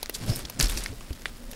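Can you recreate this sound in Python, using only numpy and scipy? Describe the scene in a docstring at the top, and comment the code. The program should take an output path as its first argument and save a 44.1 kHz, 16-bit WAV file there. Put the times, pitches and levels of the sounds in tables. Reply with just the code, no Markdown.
"""A step through dry soybeans

One step through dry standing soybeans, close to a hand-held microphone outdoors.
Pods snap as short noise bursts, stalks scrape as stick-slip clicks through a resonance, and thick stems
crack as ringing modes with a noise tail. Litter rustles and papery leaves tick as random grains.
The sleeve is muffled noise, the foot thuds are damped low swings, and filtered noise makes
the faint outdoor rumble and drone."""
import sys
import numpy as np
from scipy import signal
from scipy.fft import rfft, irfft, next_fast_len
from scipy.io import wavfile

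SR = 44100
rng = np.random.default_rng(int(sys.argv[2]) if len(sys.argv) > 2 else 0)


def generate_wav(sig):
    """Save sig (samples, or channels by samples) to the path in sys.argv[1] as 16-bit PCM at SR."""
    pcm = np.round(np.clip(np.atleast_2d(sig).T, -1, 1) * 32767).astype(np.int16)
    wavfile.write(sys.argv[1], SR, pcm)


N = 68355  # samples
T = np.arange(N) / SR  # seconds


def undb(db):
    """Decibels to gain."""
    return 10 ** (np.asarray(db) / 20)


def unit(x):
    """Scale to an rms of one."""
    return x / np.sqrt(np.mean(x ** 2) + 1e-20)


def burst(x):
    """Scale a short sound so its energy equals an rms of one over a hundredth of a second."""
    return x / np.sqrt(np.sum(x ** 2) / (SR / 100) + 1e-20)


def seconds(ms):
    """Milliseconds to seconds, kept just above zero."""
    return ms / 1000 + 1e-6


def noise():
    """White noise."""
    return rng.standard_normal(N)


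def curve(points):
    """Gain over time from points in seconds and dB, held flat beyond either end."""
    times, levels_db = np.array(points).T
    return undb(np.interp(T, times, levels_db))


def colour(x, points):
    """Causal minimum-phase filter with a response given as points in Hz and dB."""
    hz, db = np.array(points, float).T
    size = 2 * next_fast_len(N)
    freq = np.maximum(np.arange(size // 2 + 1) * SR / size, 1)
    response_db = np.interp(np.log(freq), np.log(hz), db)
    # folding the cepstrum onto positive times makes the filter causal
    cepstrum = irfft(np.log(undb(response_db)))
    cepstrum[1:size // 2] *= 2
    cepstrum[size // 2 + 1:] = 0
    return irfft(rfft(x, size) * np.exp(rfft(cepstrum)))[:N]


def band(x, lo_hz, hi_hz, order=2):
    """Band-pass between two edges."""
    return signal.sosfilt(signal.butter(order, [lo_hz, hi_hz], 'band', fs=SR, output='sos'), x)


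def fade(start, decay_s):
    """Sudden start and exponential decay."""
    return (T >= start) * np.exp(-np.maximum(T - start, 0) / decay_s)


def grains(per_s, spread_db):
    """Random clicks of either sign: a positive spread makes a few stronger, a negative one weaker."""
    size = undb(spread_db * np.minimum(rng.exponential(size=N), 3.5))
    struck = rng.random(N) < per_s / SR
    return unit(struck * np.sign(noise()) * size)


def sweep(x, hz, width_hz):
    """Resonance whose centre moves from sample to sample."""
    # turn the moving centre down to zero, smooth there with two equal poles, then turn back
    turn = np.exp(2j * np.pi * np.cumsum(hz) / SR)
    pole = np.exp(-np.pi * width_hz * np.sqrt(2) / SR)
    smoothed = signal.lfilter([(1 - pole) ** 2], np.poly([pole, pole]), x / turn)
    return (smoothed * turn).real


# Open air around the microphone. Each row: frequency in Hz, response in dB.
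AIR_RESPONSE = [(15, -1.5), (28, 7.5), (40, -1.5), (55, -3.5), (100, -18.5), (190, -21.5), (250, -13.5),
                (400, -23), (2000, -33), (6000, -54), (12000, -46), (16000, -34.5)]


def air():
    """Faint outdoor rumble and hiss, as steady filtered noise."""
    return undb(-43.5) * unit(colour(noise(), AIR_RESPONSE))


# Resonances of a faint low drone. Each row: centre in Hz, width in Hz, level in dB before the drone's swell.
DRONE_RESONANCES = [(239.8, 35, -51), (545, 95, -57)]
# Swell of the drone. Each row: time in seconds, gain in dB.
DRONE_SWELL = [(1.25, -7), (1.5, 2)]


def drone():
    """A faint, hollow low drone of narrow noise bands, growing as the rustling dies away."""
    out = np.zeros(N)
    for hz, width_hz, db in DRONE_RESONANCES:
        out += undb(db) * unit(band(noise(), hz - width_hz / 2, hz + width_hz / 2))
    return out * curve(DRONE_SWELL)


# Rustling leaves and litter. 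Each row: time in seconds, level in dB.
RUSTLE_LEVEL = [(0, -50), (.125, -51), (.165, -42.5), (.2, -48.5), (.235, -40.5), (.258, -45.5), (.29, -38),
                (.35, -43.5), (.405, -40), (.44, -48), (.48, -50), (.52, -48), (.588, -51), (.597, -31.5),
                (.614, -32.5), (.64, -32), (.68, -40.5), (.705, -38), (.745, -39.5), (.775, -40.5),
                (.83, -40), (.88, -44.5), (.94, -51), (1.25, -52.5), (1.28, -46.5), (1.33, -53.5),
                (1.46, -52.5), (1.55, -48)]
# Tone of the litter. Each row: frequency in Hz, response in dB.
RUSTLE_RESPONSE = [(200, -8), (330, 6.5), (750, -1), (1600, 1), (2800, -0.5), (5200, -0.5), (6300, -5),
                   (10000, -6), (16000, -24)]
RUSTLE_GRAINS_PER_S, RUSTLE_SPREAD_DB, RUSTLE_RING_S = 2200, 4.5, 0.00076
RUSTLE_HISS_DB = -3.5  # sliding leaves, relative to the crackle


def rustle():
    """Countless tiny fractures in the dry litter over the hiss of sliding leaves."""
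    energy = grains(RUSTLE_GRAINS_PER_S, RUSTLE_SPREAD_DB) ** 2
    # energy fades in half the time that amplitude does
    ringing = signal.fftconvolve(energy, fade(0, RUSTLE_RING_S / 2))[:N]
    crackle = unit(np.sqrt(ringing.clip(0)) * noise())
    litter = crackle + undb(RUSTLE_HISS_DB) * noise()
    return unit(colour(litter, RUSTLE_RESPONSE)) * curve(RUSTLE_LEVEL)


# Pods and thin stalks snapping close by. Each row: start in seconds, decay in ms,
# then low, mid, high and top band levels in dB.
POD_SNAPS = [(0.029, 2, -38.5, -36.5, -30.5, -32), (0.0592, 0.66, -62, -42.5, -38, -56),
             (0.096, 1.8, -34.5, -34.5, -34.5, -32.5), (0.3598, 0.99, -49, -49, -37.5, -33),
             (0.392, 0.89, -43, -45, -42, -38), (0.4502, 8.5, -48, -50, -67, -58),
             (0.4985, 2.6, -41, -39, -36, -37), (0.5997, 0.92, -37, -27, -22.5, -50),
             (0.6102, 2.9, -37.5, -26, -28, -26.5), (0.6966, 3.1, -43, -37.5, -59, -34.5),
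             (0.7733, 5.5, -38.5, -33.5, -30, -37.5), (1.008, 3, -45, -47.5, -48, -64),
             (1.107, 1.9, -45.5, -52, -56, -64), (1.1302, 2.3, -60, -69, -44.5, -49.5),
             (1.22, 1.1, -55, -47.5, -45.5, -53), (1.5136, 3.8, -59.5, -49, -41.5, -40.5),
             (1.532, 2.5, -48.5, -43.5, -46.5, -57)]
# Edges of those four bands, in Hz.
SNAP_EDGES_HZ = (260, 1400, 3200, 7200, 13000)
SNAP_TICK_DELAY_S, SNAP_TICK_DB = 0.00018, 2  # the fracture's single tick, over the splintering
SNAP_TAIL_DB, SNAP_TAIL_S = -24.5, 0.01  # scatter, relative to the splintering


def snaps():
    """Each fracture is a sharp splintering burst, followed by a short scatter off nearby plants."""
    out = np.zeros(N)
    for start, decay_ms, *levels_db in POD_SNAPS:
        shape = fade(start, seconds(decay_ms)) + undb(SNAP_TAIL_DB) * fade(start, SNAP_TAIL_S)
        splinter = noise() * shape
        splinter[np.searchsorted(T, start + SNAP_TICK_DELAY_S)] += undb(SNAP_TICK_DB)
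        for lo_hz, hi_hz, db in zip(SNAP_EDGES_HZ, SNAP_EDGES_HZ[1:], levels_db):
            out += undb(db) * burst(band(splinter, lo_hz, hi_hz))
    return out


# Thick stems cracking. Each row: start in seconds, level in dB, pitch factor, ring in ms,
# splintering tail in dB before the level, upper modes' gain in dB.
STEM_CRACKS = [(0.0292, -39.5, .45, 1.6, 6, -21), (0.0955, -40.5, 0.52, 0.71, -1.5, -3),
               (0.8609, -32, 1.088, 2.5, -28, -11), (1.2570, -27, 0.987, 1.46, -4.5, -2)]
# Modes of a thick stem. Each row: frequency in Hz before the pitch factor, relative level in dB.
STEM_RESONANCES = [(1720, 7), (1970, 8), (2350, 5.5), (2900, 1), (3500, 2)]
# Tone of the splintering tail. Each row: frequency in Hz, response in dB.
CRACK_TAIL_RESPONSE = [(300, 2.5), (1250, -7.5), (2100, 3), (4000, 4), (6000, -16), (9000, -5.5),
                       (16000, -37)]
STEM_UPPER_HZ = 2300  # modes listed above this count as upper
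CRACK_TAIL_S = 0.0071


def cracks():
    """A thick stem gives way with a woody knock and a brief splintering tail."""
    out = np.zeros(N)
    for start, db, pitch, ring_ms, tail_db, upper_db in STEM_CRACKS:
        modes = np.zeros(N)
        for hz, mode_db in STEM_RESONANCES:
            gain = undb(mode_db + upper_db * (hz > STEM_UPPER_HZ))
            modes += gain * np.sin(2 * np.pi * hz * pitch * (T - start))
        knock = band(modes * fade(start, seconds(ring_ms)), 1600 * pitch, 8700, order=1)
        tail = unit(colour(noise(), CRACK_TAIL_RESPONSE)) * fade(start, CRACK_TAIL_S)
        out += undb(db) * burst(knock + undb(tail_db) * tail)
    return out


def catching():
    """Uneven gain of dry leaves that catch and let go."""
    spacing_s, depth_db = 0.0026, 4  # a random level every few ms, joined by straight lines in dB
    step = T / spacing_s
    return unit(undb(depth_db * np.interp(step, np.arange(N), noise())))


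# Papery leaves brushed aside. Each row: time in seconds, level in dB.
LEAF_LEVEL = [(.125, -69), (.145, -41), (.205, -60), (.3, -49), (.385, -42.5), (.46, -78), (.585, -80),
              (.6, -32), (.675, -47), (.705, -41), (.745, -47), (.782, -47), (.88, -59)]
LEAF_GRAINS_PER_S, LEAF_SPREAD_DB = 2100, 5.5


def leaves():
    """Papery leaves give fine, bright ticks in uneven clusters."""
    ticks = band(grains(LEAF_GRAINS_PER_S, LEAF_SPREAD_DB), lo_hz=5600, hi_hz=13800)
    return unit(ticks * catching()) * curve(LEAF_LEVEL)


# Stalks rasping over each other. Each row: peak in seconds, rise in ms, fall in ms,
# resonance at the peak in Hz, width in Hz, level in dB, hiss relative to the pod in dB.
STALK_SCRAPES = [(0.139, 2.3, 27, 10000, 4500, -48, -15), (0.151, 7.2, 7.7, 4580, 1070, -29.5, 1),
                 (0.301, 11.4, 4.1, 4500, 500, -33.5, 0), (.335, 38, 33, 5260, 280, -39.5, -16),
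                 (0.4527, 1.4, 3.6, 4400, 1590, -31, -20), (0.595, 2.3, 3, 8150, 3000, -26.5, -5),
                 (0.6098, 1.3, 2.7, 4250, 1280, -16.5, -5.5), (0.6271, 1.6, 2.9, 5000, 1500, -19, 8),
                 (0.6436, 2.4, 2.6, 4930, 1400, -24.5, 2), (0.6585, 2.5, 2.4, 4900, 1400, -28, -5),
                 (0.67, 2.3, 3, 4870, 1300, -30, -21), (0.698, 7.5, 9.2, 3440, 250, -36, -5),
                 (0.784, 17, 13, 5400, 1400, -34.5, 12), (0.8384, 2.3, 4.2, 9000, 2500, -31.5, 3),
                 (.861, 0.74, 1.4, 4650, 1000, -29, -30)]
SLIPS_PER_S, SLIP_SPREAD_DB = 24000, -3.5
SWELL_ROUNDNESS = 1.52  # exponent of the rise and fall
GLIDE_LIMIT_HZ, GLIDE_FADE_MS = 1360, 6.4  # quick scrapes chirp upward, slow ones nearly hold their pitch


def scrapes():
    """Quick stick-slip clicks swell and die, ringing a hollow pod whose pitch climbs as the contact slides."""
    out = np.zeros(N)
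    for peak, rise_ms, fall_ms, hz, width_hz, db, hiss_db in STALK_SCRAPES:
        progress = (T - peak) / np.where(T < peak, seconds(rise_ms), seconds(fall_ms))
        swell = np.exp(-abs(progress) ** SWELL_ROUNDNESS)
        slips = grains(SLIPS_PER_S, SLIP_SPREAD_DB)
        glide_hz = GLIDE_LIMIT_HZ * np.exp(-(rise_ms + fall_ms) / GLIDE_FADE_MS)
        centre_hz = hz + glide_hz * np.tanh(progress)
        pod = unit(swell * sweep(slips, centre_hz, width_hz))
        hiss = unit(swell * band(noise(), 3650, 9500))
        # the swell's own rms keeps the level independent of how long the scrape lasts
        swell_rms = np.sqrt(np.mean(swell ** 2))
        out += undb(db) * swell_rms * unit(pod + undb(hiss_db) * hiss)
    return out


# Sleeve rubbing near the microphone. Each row: time in seconds, level in dB.
SLEEVE_LEVEL = [(0, -77), (.19, -45.5), (.23, -34), (.255, -33), (.30, -26.5), (.332, -29.5), (.35, -39),
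                (.44, -46), (.55, -49), (.588, -36.5), (.605, -26.5), (.65, -46), (.71, -47), (.77, -44.5),
                (.86, -47), (.925, -41), (.96, -51.5), (1.55, -52.5)]
# Tone of the cloth. Each row: frequency in Hz, response in dB.
SLEEVE_RESPONSE = [(40, -3), (75, -11), (105, 3.5), (135, -3.5), (190, -2.5), (270, -8.5), (400, -20),
                   (700, -18), (1500, -46)]


def sleeve():
    """Cloth rubs with a low, muffled flutter of filtered noise."""
    return unit(colour(noise(), SLEEVE_RESPONSE)) * curve(SLEEVE_LEVEL)


# Dull bumps of feet and arm. Each row: start in seconds, swing in Hz, level in dB, rise in ms,
# decay in ms, knock relative to the level in dB.
BODY_THUDS = [(0.2934, 107.7, -19.5, 1.9, 12, -22), (0.433, 58, -35.5, 8.9, 14.4, -9.5),
              (.594, 136, -31, 3.8, 19, -7.5), (0.629, 39.1, -15, 11, 22.7, -23),
              (0.692, 36.7, -22, 3.1, 67, -31), (0.761, 42.3, -23, 2.9, 28, -21.5),
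              (0.898, 72.5, -31.5, 7.1, 12, -12.5), (.926, 433, -37.5, 3, 5.3, -18),
              (1.106, 65.6, -22.5, 0.92, 10.6, -16)]


def thuds():
    """Each bump is a heavily damped low swing with a dull knock on top."""
    out = np.zeros(N)
    for start, hz, db, rise_ms, decay_ms, knock_db in BODY_THUDS:
        age = np.maximum(T - start, 0)
        shape = (1 - np.exp(-age / seconds(rise_ms))) * fade(start, seconds(decay_ms))
        swing = -np.sin(2 * np.pi * hz * age)
        knock = undb(knock_db) * unit(band(noise(), lo_hz=200, hi_hz=304))
        out += undb(db) * shape / shape.max() * (swing + knock)
    return out


def scene():
    """All sources at one microphone."""
    surroundings = air() + drone()
    plants = rustle() + snaps() + cracks() + leaves() + scrapes()
    walker = sleeve() + thuds()
    return (surroundings + plants + walker)[None]


def record(dry):
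    """The recorder cuts the top steeply above 15.7 kHz."""
    top_cut = signal.ellip(10, .2, 80, 15700, fs=SR, output='sos')  # ripple and stop-band depth in dB
    return signal.sosfilt(top_cut, dry)


dry = scene()
out = record(dry)
generate_wav(out)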